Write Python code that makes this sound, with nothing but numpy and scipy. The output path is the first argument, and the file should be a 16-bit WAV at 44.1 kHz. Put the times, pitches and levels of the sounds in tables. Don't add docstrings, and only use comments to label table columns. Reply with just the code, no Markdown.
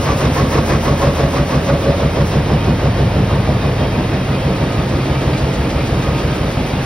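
import sys
import numpy as np
from scipy import signal
from scipy.fft import rfft, irfft, next_fast_len
from scipy.io import wavfile

SR = 44100
rng = np.random.default_rng(int(sys.argv[2]) if len(sys.argv) > 2 else 0)


def wav_record(signal):
    frames = np.transpose(np.atleast_2d(signal))
    bounded = np.clip(frames, -1, 1)
    quanta = np.round(bounded * 32767).astype(np.int16)
    wavfile.write(sys.argv[1], SR, quanta)


N = 302085
TIME = np.arange(N) / SR
CYCLE = 0.16218


# peak_in_cycle_s, level_db, pitch_hz, fade_s, nearest_s, span_s
COVER_BLOWS = [(0.0868, -14.1, 163.2, 0.033, 0.3, 0.35), (0.1604, -13.1, 105.4, 0.054, 0.51, 2.19),
               (0.1028, -12.6, 95.3, 0.022, 0.6, 1.67), (0.0313, -16.8, 80.3, 0.054, 0.97, 1.37),
               (0.066, -22.8, 148.3, 0.054, 1.7, 1.87), (0.1172, -9.1, 141.7, 0.008, 1.71, 1.23),
               (0.0734, -17.6, 71.1, 0.054, 1.75, 2.5), (0.1374, -10.0, 106.9, 0.054, 2.43, 1.94),
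               (0.0985, -17.5, 155.0, 0.054, 2.5, 0.75), (0.1325, -13.7, 89.9, 0.037, 2.53, 2.2),
               (0.0884, -15.7, 114.2, 0.022, 2.57, 1.88), (0.0098, -13.8, 102.6, 0.03, 2.72, 2.5),
               (0.1479, -12.9, 106.5, 0.043, 3.17, 0.36), (0.0331, -22.9, 185.0, 0.029, 3.33, 0.84),
               (0.1309, -22.8, 184.2, 0.054, 3.53, 2.5), (0.0962, -13.6, 134.1, 0.054, 4.18, 2.5),
               (0.1355, -22.4, 135.7, 0.054, 4.57, 2.26), (0.0758, -15.3, 122.9, 0.046, 4.58, 1.67),
               (0.0905, -13.3, 68.0, 0.025, 6.03, 0.93), (0.0075, -23.3, 121.0, 0.054, 6.06, 2.39),
               (0.0, -15.4, 139.7, 0.016, 6.13, 0.7), (0.1291, -14.2, 93.0, 0.012, 6.67, 1.29)]
# pitch_multiple, level_db
BLOW_PARTIALS = [(.62, -14), (1, 0), (1.25, -10.5), (1.8, -15)]
# frequency_hz, gain_db
BLOW_COLOUR = [(30, -5), (50, 0), (70, 1.2), (90, .8), (105, -.8), (125, .7), (142, 1.6), (185, -.5),
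               (260, -4)]


def covers(rise_s=0.0098, uneven_db=0.4):
    out = np.zeros(N)
    turn = np.linspace(-CYCLE / 4, 3 * CYCLE / 4, 1024)
    age = turn + CYCLE * np.arange(2)[:, None]
    for peak_s, db, pitch_hz, fade_s, nearest_s, span_s in COVER_BLOWS:
        heave = np.exp(-(np.minimum(age, 0) / rise_s) ** 2 - np.maximum(age, 0) / fade_s)
        swings = sum(amp(part_db) * np.cos(2 * np.pi * multiple * pitch_hz * age)
                     for multiple, part_db in BLOW_PARTIALS)
        one_cycle = (heave * swings).sum(0)
        repeated = np.interp(TIME - peak_s, turn, one_cycle, period=CYCLE)
        out += amp(db) * repeated * passing(nearest_s, span_s)
    size = next_fast_len(N)
    hz = np.fft.rfftfreq(size, 1 / SR)
    coloured = irfft(rfft(out, size) * amp(read(BLOW_COLOUR, hz)), size)[:N]
    return coloured * uneven(uneven_db)


# frequency_hz, density_db_per_hz
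FRAME_SPECTRUM = [(15, -80), (30, -60), (43, -51), (55, -47.5), (80, -44.5), (130, -45.5), (200, -46.5),
                  (260, -44.5), (370, -53), (470, -49.5), (650, -52), (1000, -65.5), (2000, -66.5),
                  (6000, -100)]


def frame(level_db=-1):
    working = stroke(start_s=0.038, attack_s=0.032, hold_s=0.057, release_s=0.051, rest_db=-5.0)
    working = working * uneven(spread_db=0.4)
    shaking = rattle(FRAME_SPECTRUM, repeat=0.94, repeat_hz=830)
    return amp(level_db) * shaking * working * passing(nearest_s=2.7, span_s=2.6, far_db=-4.5)


# frequency_hz, density_db_per_hz
SLAP_SPECTRUM = [(300, -58.5), (550, -48.5), (780, -57), (1050, -54), (1500, -59), (2200, -58.5),
                 (3000, -70.5), (6000, -71), (12000, -97)]
# start_s, length_s, level_db
SHEET_SLAPS = [(.045, 0.12, 1), (0.181, .115, 0.5), (0.34, 0.098, 3), (0.5, .11, 1), (0.666, .11, 0.5),
               (0.824, .11, -0.5), (0.99, .11, 0), (1.146, .11, -3), (1.312, 0.11, -3.5), (1.478, .115, -4),
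               (1.648, 0.099, -7)]


def sheet_slaps(level_db=-0.5):
    slapping = sum(amp(db) * swell(start_s, length_s, skew=0.87) for start_s, length_s, db in SHEET_SLAPS)
    noise = rattle(SLAP_SPECTRUM, repeat=0.56, repeat_hz=2000)
    return amp(level_db) * (noise + scoop(level_db=-24)) * slapping


def scoop(level_db, centre_hz=1030, half_width_hz=45, rise_hz_per_s=4500, start_s=0.02):
    offset_hz = rise_hz_per_s * (np.minimum((TIME - start_s) % CYCLE, CYCLE / 3) - CYCLE / 5)
    shift = np.exp(2j * np.pi * np.cumsum(offset_hz) / SR)
    return (signal.hilbert(resonances([(centre_hz, half_width_hz, level_db)])) * shift).real


# frequency_hz, density_db_per_hz
CLATTER_SPECTRUM = [(100, -51), (250, -45), (550, -45.5), (800, -52.5), (1150, -50), (1500, -58.5),
                    (2300, -62.5), (3300, -63), (5500, -67), (7500, -76), (10000, -85.5), (15500, -95)]


def sheet_clatter(level_db=-4.2, later_db=-13):
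    here = stroke(start_s=0.016, attack_s=0.033, hold_s=0.052, release_s=0.06, rest_db=-10.5)
    here = here * uneven(spread_db=0.6) * passing(nearest_s=0.33, span_s=2.23, far_db=-15.5)
    later = stroke(start_s=0.042, attack_s=0.028, hold_s=0.045, release_s=0.04, rest_db=-15)
    later = later * passing(nearest_s=3.55, span_s=1.1)
    noise = rattle(CLATTER_SPECTRUM, repeat=0.67, repeat_hz=900)
    return noise * np.hypot(amp(level_db) * here, amp(later_db) * later)


# frequency_hz, half_width_hz, level_db
METAL_RINGS = [(563, 18, -30), (1116, 14, -35.5)]


def sheet_metal():
    ringing = stroke(start_s=0.047, attack_s=0.022, hold_s=0.081, release_s=0.051, rest_db=-10)
    here = passing(nearest_s=0.37, span_s=1.3, far_db=-8.5)
    later = amp(-12) * passing(nearest_s=3.66, span_s=0.35)
    return resonances(METAL_RINGS) * ringing * uneven(spread_db=1) * (here + later)


def feeder():
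    flutter = uneven(spread_db=1.5, every_s=0.005)
    return (sheet_slaps() + sheet_clatter()) * flutter + sheet_metal()


# peak_s, level_db, centre_hz
CLACK_EVENTS = [(0.092, -14, 460), (0.127, -20, 540), (0.223, -19, 600), (0.366, -19, 620),
                (0.391, -15, 490), (0.556, -16, 420), (0.593, -18, 620), (0.715, -16, 380),
                (0.755, -17, 570), (0.88, -18, 440), (1.037, -16, 450), (1.201, -19, 340),
                (1.239, -18, 580), (1.336, -19, 530), (1.38, -20, 410), (1.541, -20, 590), (1.7, -16, 540),
                (1.767, -21, 450), (1.859, -18, 680), (2.033, -19, 500), (2.171, -18, 470),
                (2.345, -20, 360), (2.402, -22, 640), (2.505, -19, 410), (2.674, -20, 560),
                (2.835, -22, 420), (2.858, -19, 520), (3.01, -21, 540), (3.161, -22, 460),
                (3.311, -22, 830), (3.359, -21, 450), (3.477, -22, 440), (3.503, -20, 560),
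                (3.544, -21, 520), (3.64, -21, 330), (3.674, -20, 500), (4.005, -19, 470),
                (4.156, -20, 390), (4.448, -24, 420), (4.616, -21, 370), (4.639, -23, 630),
                (4.711, -21, 360), (4.941, -24, 590), (5.011, -24, 490), (5.103, -20, 530),
                (5.213, -25, 520), (5.279, -23, 530), (5.302, -20, 470), (5.399, -22, 560),
                (5.545, -23, 450), (5.619, -24, 450), (5.712, -24, 580), (5.784, -23, 560),
                (5.869, -25, 590), (5.934, -21, 390), (6.026, -25, 630), (6.083, -24, 580),
                (6.196, -24, 590), (6.277, -22, 450), (6.41, -25, 420), (6.432, -25, 600),
                (6.492, -24, 460), (6.589, -22, 550), (6.753, -21, 380)]


def clacks(level_db=-1.0, edge_db=-16, edge_hz=1500, count=12, rise_s=0.003, fade_s=0.009, spread_octaves=0.5):
    out = np.zeros((2, N))
    for peak_s, db, centre_hz in CLACK_EVENTS:
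        near = abs(TIME - peak_s) < CYCLE / 2
        age = TIME[near] - peak_s
        blow = np.exp(-(np.minimum(age, 0) / rise_s) ** 2 - np.maximum(age, 0) / fade_s)
        for hz, part_db in ((centre_hz, level_db), (edge_hz, edge_db)):
            modes_hz = hz * 2 ** (spread_octaves * rng.standard_normal((count, 1)))
            angle = 2 * np.pi * (modes_hz * age + rng.random((count, 1)))
            left = np.cos(angle).sum(0)
            right = np.cos(angle - read(PORT_LEAD, modes_hz)).sum(0)
            ring = blow * np.array([left, right])
            evened = np.sqrt(np.mean(blow ** 2) / np.mean(ring ** 2))
            out[:, near] += amp(db + part_db) * ring * evened
    return out


# start_in_cycle_s, level_db, centre_hz, nearest_s, span_s
LINKAGE_KNOCKS = [(.105, -21, 248, .35, 0.75), (0.062, -23, 450, 0.72, 0.47),
                  (0.0623, -22, 420, 2.33, 0.63), (0.084, -22.5, 230, 3.12, 0.63),
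                  (.065, -24.5, 590, 3.5, .5), (.09, -27, 340, 5.2, 1.5), (.018, -28, 330, 5.7, 1.1)]


def knocks(half_width_share=0.2):
    out = 0
    for start_s, db, hz, nearest_s, span_s in LINKAGE_KNOCKS:
        knocking = stroke(start_s, attack_s=0.013, hold_s=0.014, release_s=0.068, rest_db=-16)
        dull = resonances([(hz, half_width_share * hz, db)])
        out = out + dull * knocking * passing(nearest_s, span_s)
    return out


# frequency_hz, density_db_per_hz
AIR_SPECTRUM = [(1000, -83), (3000, -86), (5500, -66), (7500, -72.5), (9500, -75), (12000, -76.5),
                (15500, -80)]


def air(feed_db=-1.0, folder_db=-11, vent_db=-4, vent_s=2.235, vent_rise_s=0.04, vent_fade_s=0.058):
    puffs = stroke(start_s=0.14, attack_s=0.043, hold_s=0.021, release_s=0.055, rest_db=-10.0)
    feed = amp(feed_db) * passing(nearest_s=0.25, span_s=1.22, far_db=-20)
    folder = amp(folder_db) * passing(nearest_s=7.4, span_s=1.2)
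    age = TIME - vent_s
    opening = np.clip(age / vent_rise_s, 0, 1)
    emptying = np.exp(-np.maximum(age - vent_rise_s, 0) / vent_fade_s)
    vent = amp(vent_db) * opening * emptying
    return rattle(AIR_SPECTRUM, repeat=0.1, repeat_hz=1500) * np.hypot(puffs * (feed + folder), vent)


# start_s, length_s, level_db
PANEL_HUMS = [(.85, .11, -21), (1.007, 0.13, -17), (1.19, 0.12, -18), (1.367, .09, -21), (1.5, .1, -22.5),
              (1.667, 0.13, -15), (1.83, .145, -15), (1.985, 0.12, -17.5), (2.13, 0.13, -20.5)]
# frequency_hz, half_width_hz, level_db
PANEL_RINGS = [(545, 28, -8), (630, 40, -7.5)]


def hollow(level_db=-3.3, pitch_hz=560, waver_hz=7.05):
    waver = np.interp(TIME / CYCLE * 4, np.arange(N // 100), rng.standard_normal(N // 100))
    hz = pitch_hz + waver_hz * waver
    note = np.sqrt(2) * np.sin(2 * np.pi * np.cumsum(hz) / SR)
    rattling = uneven(spread_db=2.5, every_s=0.006)
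    humming = sum(amp(db) * swell(start_s, length_s, skew=0.84) ** 0.81 for start_s, length_s, db in PANEL_HUMS)
    return amp(level_db) * (note * rattling + resonances(PANEL_RINGS)) * humming


# frequency_hz, density_db_per_hz
TICK_SPECTRUM = [(800, -78), (2000, -64.5), (3500, -62), (5500, -68), (7500, -68.5), (10000, -82),
                 (15500, -90)]


def tick(level_db=-5.5):
    ticking = stroke(start_s=0.01, attack_s=0.016, hold_s=0.005, release_s=0.031, rest_db=-9.0)
    ticking = ticking * uneven(spread_db=1.3)
    noise = rattle(TICK_SPECTRUM, repeat=0.3, repeat_hz=1500)
    return amp(level_db) * noise * ticking * passing(nearest_s=5.6, span_s=1.02, far_db=-23)


def chatter(level_db=-40.5, low_hz=1200, high_hz=3900, ring_s=0.016, spread_db=3, count=700):
    out = np.zeros((2, N))
    age = np.arange(SR // 16) / SR
    ring = np.exp(-age / ring_s) - np.exp(-4 * age / ring_s)
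    for when, place, size, side in rng.random((count, 4)):
        hz = low_hz * (high_hz / low_hz) ** place
        lag = np.array([[0], [read(PORT_LEAD, hz) + np.pi * (side - 0.5)]])
        strength = amp(spread_db * min(-np.log(1 - size), 3))
        contact = strength * ring * np.sin(2 * np.pi * hz * age - lag)
        part = out[:, int(when * N):][:, :len(age)]
        part += contact[:, :part.shape[1]]
    return amp(level_db) * out / out.std() * passing(nearest_s=5.4, span_s=2.2, far_db=-3)


# peak_s, length_s, pitch_hz, level_db
WHINE_SWELLS = [(.75, .14, 2483, -42), (1.36, .14, 2483, -42), (2.67, .2, 2483, -40), (3.0, .28, 3198, -45),
                (3.63, .16, 2483, -41), (3.64, .2, 3685, -45), (3.87, .2, 3198, -40),
                (4.06, .14, 2483, -43), (4.45, .2, 3198, -44), (4.71, .16, 3685, -44),
                (5.22, .12, 3198, -44)]


def whine_swells(level_db=1.0, waver_hz=9):
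    out = np.zeros((2, N))
    for peak_s, length_s, hz, db in WHINE_SWELLS:
        near = abs(TIME - peak_s) < length_s / 2
        age = TIME[near] - peak_s
        waver = np.sin(2 * np.pi * (waver_hz * age + rng.random()))
        angle = 2 * np.pi * (hz * age + rng.random()) + waver
        arch = np.sqrt(2) * np.cos(np.pi * age / length_s)
        out[:, near] += amp(db) * arch * np.sin([angle, angle - read(PORT_LEAD, hz)])
    return amp(level_db) * out


# frequency_hz, half_width_hz, level_db
DRIVE_WHINES = [(920.5, 4.5, -39.8), (1241, 3, -43), (1600, 5, -49), (2105, 4, -50), (2325, 24, -49),
                (2483, 7, -46.5), (2690, 4, -49.5), (2815, 5, -52.5), (2920, 14, -51), (3680, 24, -48.5),
                (3725, 9, -51.5), (4004, 8, -55), (4120, 8, -56), (4620, 24, -55), (4968, 26, -52.5)]
# frequency_hz, half_width_hz, level_db
PULLEY_WHIRR = [(885, 14, -47), (1241, 5, -45), (1305, 10, -46.5), (1838, 8, -51), (2338, 36, -45),
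                (2440, 90, -45.5), (3385, 15, -52), (4665, 28, -49)]
# frequency_hz, half_width_hz, level_db
BEARING_WHINE = [(3198, 14, -40)]


def drives(whine_db=0.05, bearing_db=-9):
    whines = amp(whine_db) * resonances(DRIVE_WHINES) * passing(nearest_s=3.8, span_s=2.2, far_db=-0.5)
    grain = uneven(spread_db=3, every_s=0.008)
    pulleys = resonances(PULLEY_WHIRR) * passing(nearest_s=5.5, span_s=1.7) * grain
    bearing = amp(bearing_db) * resonances(BEARING_WHINE) * passing(nearest_s=3.3, span_s=2.7, far_db=-1)
    return (whines + pulleys + bearing) * uneven(spread_db=2, every_s=0.03)


# frequency_hz, density_db_per_hz
HALL_SPECTRUM = [(20, -72), (45, -45), (130, -46.5), (200, -48), (330, -52), (520, -50.8), (750, -55.5),
                 (1100, -59.7), (1500, -63.5), (2300, -64), (3300, -68.5), (5500, -74.5), (7500, -83.5),
                 (10000, -84.5), (15500, -90)]


def hall(rush_db=0.03, shade_db=-0.92):
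    gain = amp(rush_db + shade_db * passing(nearest_s=2.7, span_s=1.6))
    return rattle(HALL_SPECTRUM, repeat=0.85, repeat_hz=597) * gain


# frequency_hz, level_db, nearest_s, span_s
LOW_HUMS = [(43.2, -37.5, 4.4, 5), (49.4, -35.5, 4.4, 5), (136.8, -30.5, 4.9, 1.3)]
# frequency_hz, half_width_hz, level_db
DRIVE_DRONE = [(118, 10, -33), (184, 4, -32), (240, 14, -39), (317, 20, -37)]


def low_hums():
    hum = 0
    for hz, db, nearest_s, span_s in LOW_HUMS:
        sine = np.sqrt(2) * np.sin(2 * np.pi * (hz * TIME + rng.random()))
        hum = hum + amp(db) * sine * passing(nearest_s, span_s)
    return hum + resonances(DRIVE_DRONE) * passing(nearest_s=4.8, span_s=2.4)


def amp(db):
    return np.exp(np.asarray(db) * np.log(10) / 20)


def read(points, hz):
    f, value = np.transpose(points)
    return np.interp(np.log(hz + 1), np.log(f + 1), value)


def passing(nearest_s, span_s, far_db=-60):
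    direct = np.exp(-((TIME - nearest_s) / span_s) ** 2)
    return np.sqrt(direct + amp(far_db) ** 2 * (1 - direct))


def stroke(start_s, attack_s, hold_s, release_s, rest_db):
    age = (TIME - start_s) % CYCLE
    corners = np.cumsum([0, attack_s, hold_s, release_s])
    current = np.interp(age, corners, [0, 1, 1, 0])
    previous = np.interp(age + CYCLE, corners, [0, 1, 1, 0])
    return amp(rest_db * (1 - np.maximum(current, previous)))


def swell(start_s, length_s, skew):
    return np.sin(np.pi * np.clip((TIME - start_s) / length_s, 0, 1) ** skew)


def uneven(spread_db, every_s=CYCLE):
    chance = rng.standard_normal(N // 100)
    gain = amp(spread_db * np.interp(TIME / every_s, np.arange(len(chance)), chance))
    return gain / np.sqrt(np.mean(gain ** 2))


# frequency_hz, lead_rad
PORT_LEAD = [(90, 0), (250, -.08), (500, -.35), (1200, -.4), (1900, -.1), (2300, 1.0), (3600, .55),
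             (5400, 1.0), (6900, 3.0), (8000, 3.35), (9700, 6.1), (11400, 6.6), (12700, 9.2), (14400, 9.6),
             (15800, 12.3)]
# frequency_hz, difference_db
PORT_TILT = [(40, 0), (150, 0.7), (450, 0.8), (1100, 1.2), (1700, 1), (2100, 0), (4500, .7), (6000, -.3),
             (8000, 0)]
# frequency_hz, share_db
PORT_APART = [(20, -52), (70, -31), (130, -20.5), (250, -20.5), (400, -9), (800, -4), (1800, -4),
              (2250, -1.5), (2800, -4), (4200, -1), (4900, -0.5), (7200, -58.5), (9000, -8), (13500, -16),
              (15500, -2.5)]


def ports(z, hz):
    apart = np.minimum(amp(read(PORT_APART, hz)), 1)
    mixed = np.sqrt(1 - apart ** 2) * z[0] + apart * z[1]
    right = mixed * np.exp(-1j * read(PORT_LEAD, hz))
    tilt = amp(read(PORT_TILT, hz) / 2)
    return np.array([z[0] / tilt, right * tilt])


def complex_noise(shape):
    return (rng.standard_normal(shape) + 1j * rng.standard_normal(shape)) / np.sqrt(2)


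def rattle(spectrum, repeat, repeat_hz):
    size = round(CYCLE * SR)
    hz, cycles = np.fft.rfftfreq(size, 1 / SR), N // size + 2
    z = complex_noise((2, cycles, len(hz)))
    kept = np.clip(repeat * np.exp(-hz / repeat_hz), 0, 0.99)
    for k in range(1, cycles):
        z[:, k] = kept * z[:, k - 1] + np.sqrt(1 - kept ** 2) * z[:, k]
    waves = irfft(ports(z, hz) * amp(read(spectrum, hz)), size) * np.sqrt(size * SR / 2)
    blend = np.minimum(np.arange(size) / 256, 1) * np.pi / 2
    joined = waves[:, :-1] * np.cos(blend) + waves[:, 1:] * np.sin(blend)
    return joined.reshape(2, -1)[:, :N]


def resonances(modes):
    size = next_fast_len(N)
    hz = np.fft.rfftfreq(size, 1 / SR)
    power = np.zeros(len(hz))
    for centre_hz, half_width_hz, db in modes:
        peak = 1 / (1 + ((hz - centre_hz) / half_width_hz) ** 2) ** 2
        power += amp(db) ** 2 * peak / peak.sum()
    pair = ports(complex_noise((2, len(hz))), hz)
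    return irfft(pair * np.sqrt(power / 2) * size, size)[:, :N]


def scene():
    strokes = covers() + frame() + feeder() + clacks() + knocks() + air() + hollow() + tick()
    return strokes + chatter() + whine_swells() + drives() + hall() + low_hums()


def record(dry, low_cut_hz=28, edge_hz=15800):
    rounded = dry / (1 + dry ** 8) ** (1 / 8)
    low_cut = signal.butter(2, low_cut_hz, "highpass", fs=SR, output="sos")
    thinned = signal.sosfiltfilt(low_cut, rounded)
    band_limit = signal.firwin(511, edge_hz, window=("kaiser", 9), fs=SR)
    return signal.oaconvolve(thinned, band_limit[None], "same")


dry = scene()
out = record(dry)
wav_record(out)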